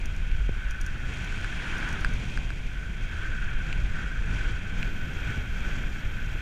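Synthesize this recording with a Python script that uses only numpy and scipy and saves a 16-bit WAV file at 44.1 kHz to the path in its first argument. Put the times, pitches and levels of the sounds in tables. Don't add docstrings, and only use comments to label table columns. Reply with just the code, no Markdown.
import sys
import numpy as np
from scipy import signal
from scipy.fft import rfft, irfft, next_fast_len
from scipy.io import wavfile
from scipy.ndimage import map_coordinates

SR = 44100
rng = np.random.default_rng(int(sys.argv[2]) if len(sys.argv) > 2 else 0)


def master(y):
    cut = np.clip(np.atleast_2d(y).T, -1, 1)
    pcm = np.round(cut * 32767)
    wavfile.write(sys.argv[1], SR, pcm.astype(np.int16))


N = 282681

# pitch_hz, rms_level_db
WHINE_TONES = [(8781, -76.5), (11687, -85), (11719, -85.5), (14626, -91)]
# time_s, level_db
HISS_ENVELOPE = [(4.74, -105), (4.79, -71), (5.3, -72.5), (6.41, -72.5)]

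# start_s, level_db
MOUNT_TICKS = [(1.4451, -20.5), (2.0472, -12), (2.3746, -19), (2.5042, -23), (3.9568, -32), (5.3561, -32)]
GRIT_HITS = [(.3155, -33), (3.7281, -21), (4.8291, -22)]
CASE_KNOCK = [(.4925, -18)]
GEAR_CLICKS = [(.0574, -37.5), (.1641, -45.5), (.7094, -39), (.8129, -36), (.8638, -37.5), (1.1384, -47),
               (1.2452, -44.5), (1.782, -42), (1.8892, -40), (1.9286, -40), (2.0084, -41.5), (2.1381, -42)]
# pitch_hz, gain_db, t60_s
MOUNT_MODES = [(1580, 0, 0.014), (2380, -14.5, 0.011), (4040, -21.5, 0.0069), (4760, -20, 0.015),
               (7950, -17, 0.0036)]
FRAME_MODES = [(2350, -5, 0.0096), (2620, 2, 0.0056), (3980, -14.5, .005), (7000, -14, 0.0084)]
CASE_BODY_MODES = [(170, 1.5, 0.011), (403, -5, 0.01), (750, -23, .005)]
GEAR_MODES = [(5300, -6, 0.0078), (5860, 0, 0.0098), (6660, 2, 0.0047), (8760, -3.5, 0.006),
              (9260, -9, 0.0058), (11100, -20, .005), (13100, -14, .006)]
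# pitch_hz, bandwidth_hz, gain_db
CASE_RESONANCES = [(1518, 106, 5), (1674, 92, -8.5)]

# frequency_hz, relative_density_db
CAR_ROAR_SPECTRUM = [(150, -18), (500, -7.5), (950, 2), (1500, 2), (2200, 3), (3300, -5), (4500, -21),
                     (9000, -60)]
CAR_HISS_SPECTRUM = [(1200, -20), (3200, 10), (4200, 2.5), (5200, 0.5), (6500, -1), (8000, -10), (9700, -7),
                     (11000, -25), (13000, -32), (15000, -48)]
CAR_RUMBLE_SPECTRUM = [(100, -6), (190, -1), (310, 2.5), (450, -8), (800, -45.5)]
RUSH_SPECTRUM = [(100, 4), (400, -10.5), (700, -6), (1100, -7.5), (1550, -10), (1950, -3), (2300, 3),
                 (2550, 2), (2950, -6.5), (3080, -6.5), (3160, 1), (3400, -6.5), (4000, -16.5), (5500, -53)]
FIZZ_SPECTRUM = [(2500, -48), (4000, 2), (4750, 4), (5200, 0.5), (5800, 5.5), (6200, 2), (6700, 4.5),
                 (8000, -4.5), (9700, -12), (10900, -27), (13000, -21), (15000, -28)]
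FLUTTER_SPECTRUM = [(30, -37), (70, -4), (115, -0.5), (200, -8), (300, -15.5), (500, -22.5), (900, -34),
                    (2000, -48), (6000, -92)]
BUFFET_SPECTRUM = [(3, -23), (10, -2.5), (22, -2), (40, -3.5), (60, -11), (90, -17.5), (200, -40),
                   (500, -100)]

# peak_s, length_s, rise_db
FLOW_SURGES = [(3.23, 0.16, 0.9), (3.752, 0.4, 1.8), (4.02, 0.3, 2), (4.408, 0.47, 4.6), (4.82, 0.22, 3.5),
               (5.29, 0.38, 4.2), (5.72, 0.44, 3)]
# time_s, level_db
FLOW_ENVELOPE = [(0, -46.5), (.5, -47.5), (1.02, -46.5), (1.13, -42), (1.5, -42.5), (1.78, -41.5),
                 (2.05, -45), (2.3, -43), (2.62, -47), (2.93, -47.5), (3.15, -45), (4.2, -46.2),
                 (5.05, -45.5), (5.55, -45), (6.17, -46), (6.41, -45)]
RING_ENVELOPE = [(0, -47.5), (.52, -48), (.72, -42.5), (1.05, -44), (1.62, -40.5), (1.88, -35.5),
                 (2.2, -48.5), (2.64, -53), (2.78, -44.5), (2.94, -49), (3.17, -40), (3.68, -42),
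                 (3.86, -47.5), (3.99, -38.5), (4.18, -43.5), (4.97, -45), (5.36, -42.5), (6.41, -45)]
FLUTTER_ENVELOPE = [(0, -41), (.42, -44), (.75, -45), (1.2, -40), (1.52, -42.5), (1.85, -37), (2.4, -38),
                    (2.65, -43.5), (3.7, -40), (5.0, -39), (5.6, -39), (6.41, -39.5)]
# time_s, level_db
BUFFET_ENVELOPE = [(0, -27.5), (.42, -23.5), (.6, -29), (.95, -28.5), (1.3, -32), (1.56, -30),
                   (1.85, -31.5), (2.05, -25), (2.55, -31), (3.45, -26.5), (3.8, -25.5), (5.0, -30),
                   (5.6, -28.5), (6.41, -30)]


def amp(db):
    return 10 ** (np.asarray(db) / 20)


def unit(x):
    return x / np.sqrt(np.mean(x ** 2) + 1e-20)


def envelope_db(rows):
    times, levels = np.transpose(rows)
    return np.interp(np.arange(N) / SR, times, levels)


def wobble(knots_per_s):
    knots = rng.standard_normal(int(N * knots_per_s / SR) + 4)
    return map_coordinates(knots, [np.arange(N) * knots_per_s / SR])


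def filtered(x, response):
    size = next_fast_len(N + SR // 2)
    return irfft(rfft(x, size) * response(np.fft.rfftfreq(size, 1 / SR)), size)[:N]


def noise(spectrum):
    freqs, levels = np.transpose(spectrum)
    response = lambda hz: amp(np.interp(np.log(hz + 1), np.log(freqs), levels))
    return unit(filtered(rng.standard_normal(N), response))


def bandpass(x, band_hz):
    return signal.sosfilt(signal.butter(2, band_hz, "bandpass", fs=SR, output="sos"), x)


def strikes(events, modes, band_hz):
    blows = np.zeros(N + SR)
    t = np.arange(SR // 10) / SR
    for start_s, level_db in events:
        for hz, gain_db, t60_s in modes:
            strength = amp(level_db + gain_db + rng.standard_normal())
            decay = amp(-60 * t / t60_s)
            blows[round(start_s * SR):][:len(t)] += strength * decay * np.sin(2 * np.pi * hz * t)
    return bandpass(blows[:N], band_hz)


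def surge_db():
    t = np.arange(N) / SR
    return sum(rise_db * np.cos(np.pi * np.clip((t - peak_s) / length_s, -.5, .5)) ** 2
               for peak_s, length_s, rise_db in FLOW_SURGES)


def flow_db():
    return envelope_db(FLOW_ENVELOPE) + surge_db()


def camera_whine():
    t = np.arange(N) / SR
    tones = sum(np.sqrt(2) * amp(db) * np.sin(2 * np.pi * hz * t) for hz, db in WHINE_TONES)
    floor = amp(-68.5) * noise([(3000, 2.5), (9500, -5), (11000, -3), (13500, -6), (15200, -13)])
    hiss = noise([(10000, -60), (11200, -8), (12100, 3), (13100, -3.5), (14200, -16), (15000, -40)])
    return tones + floor + amp(envelope_db(HISS_ENVELOPE)) * hiss


def tyre_crackle(grains_per_s=76, re_flow_db=-21.0, spread_db=1.5):
    hits = rng.random(N) < grains_per_s / SR
    sizes = amp(spread_db * np.minimum(rng.exponential(size=N), 3))
    return amp(flow_db() + re_flow_db) * unit(bandpass(hits * sizes, band_hz=(2200, 6800)))


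def gear_clicks(settle_s=0.0043):
    t = np.arange(SR // 25) / SR
    chatter = 0.08 * rng.standard_normal(len(t)) * np.exp(-t / settle_s)
    chatter[0] = 1
    clicks = strikes(GEAR_CLICKS, GEAR_MODES, band_hz=(4300, 14500))
    return amp(-2.5) * signal.fftconvolve(clicks, chatter)[:N]


def rattles():
    mount = strikes(MOUNT_TICKS, MOUNT_MODES, band_hz=(1160, 8200))
    frame = strikes(GRIT_HITS, FRAME_MODES, band_hz=(1760, 6000))
    case = strikes(CASE_KNOCK, CASE_BODY_MODES, band_hz=(60, 900))
    return mount + frame + case


def passing_car(alongside_s=1.824, closing_m_per_s=20.5, gap_m=4.4):
    t = np.arange(N) / SR
    nearness = gap_m / np.hypot(gap_m, closing_m_per_s * (t - alongside_s))
    side_beam = nearness ** 0.92
    horn_gain = np.sqrt(1 + 1.3 * (1 - nearness ** 2))
    roar = amp(-41) * side_beam * noise(CAR_ROAR_SPECTRUM)
    hiss = amp(-53) * horn_gain * noise(CAR_HISS_SPECTRUM)
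    rumble = amp(-47) * noise(CAR_RUMBLE_SPECTRUM)
    emerges_s, hides_s, edge_s, shield_db = 1.05, 2.44, 0.05, -27
    in_open = (np.tanh((t - emerges_s) / edge_s) - np.tanh((t - hides_s) / edge_s)) / 2
    shielding = amp(shield_db * (1 - in_open))
    return nearness * (shielding * (roar + hiss) + rumble)


def mounted_case_response(hz):
    mount = 1 / (1 + ((hz - 1600) / 480) ** 4)
    case = sum(amp(db) * 1j * hz * width_hz / (pitch_hz ** 2 - hz ** 2 + 1j * hz * width_hz)
               for pitch_hz, width_hz, db in CASE_RESONANCES)
    return mount * case


def road():
    roughness = wobble(70)
    rush = amp(flow_db() + 1.0 + 0.76 * roughness) * noise(RUSH_SPECTRUM)
    jolts = rng.standard_normal(N) * amp(0.37 * roughness + 2.1 * wobble(300))
    ring_db = envelope_db(RING_ENVELOPE) + 0.77 * surge_db()
    ring = amp(ring_db) * unit(filtered(jolts, mounted_case_response))
    return rush + ring


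def wind():
    buffet = amp(envelope_db(BUFFET_ENVELOPE)) * noise(BUFFET_SPECTRUM)
    flutter_db = envelope_db(FLUTTER_ENVELOPE) + 0.91 * surge_db()
    flutter = amp(flutter_db) * unit(amp(1.27 * wobble(35)) * noise(FLUTTER_SPECTRUM))
    reference_flow_db = -45
    fizz_db = -59 + 1.06 * (flow_db() - reference_flow_db)
    flicker_db = 0.85 * wobble(30) + 1.26 * wobble(130)
    fizz = amp(fizz_db + flicker_db) * noise(FIZZ_SPECTRUM)
    return buffet + flutter + fizz


def scene():
    tyres = road() + tyre_crackle()
    return (wind() + tyres + passing_car() + gear_clicks() + rattles() + camera_whine())[None]


def record(dry, cutoff_hz=15200):
    return filtered(dry[0], lambda hz: hz < cutoff_hz)[None]


dry = scene()
out = record(dry)
master(out)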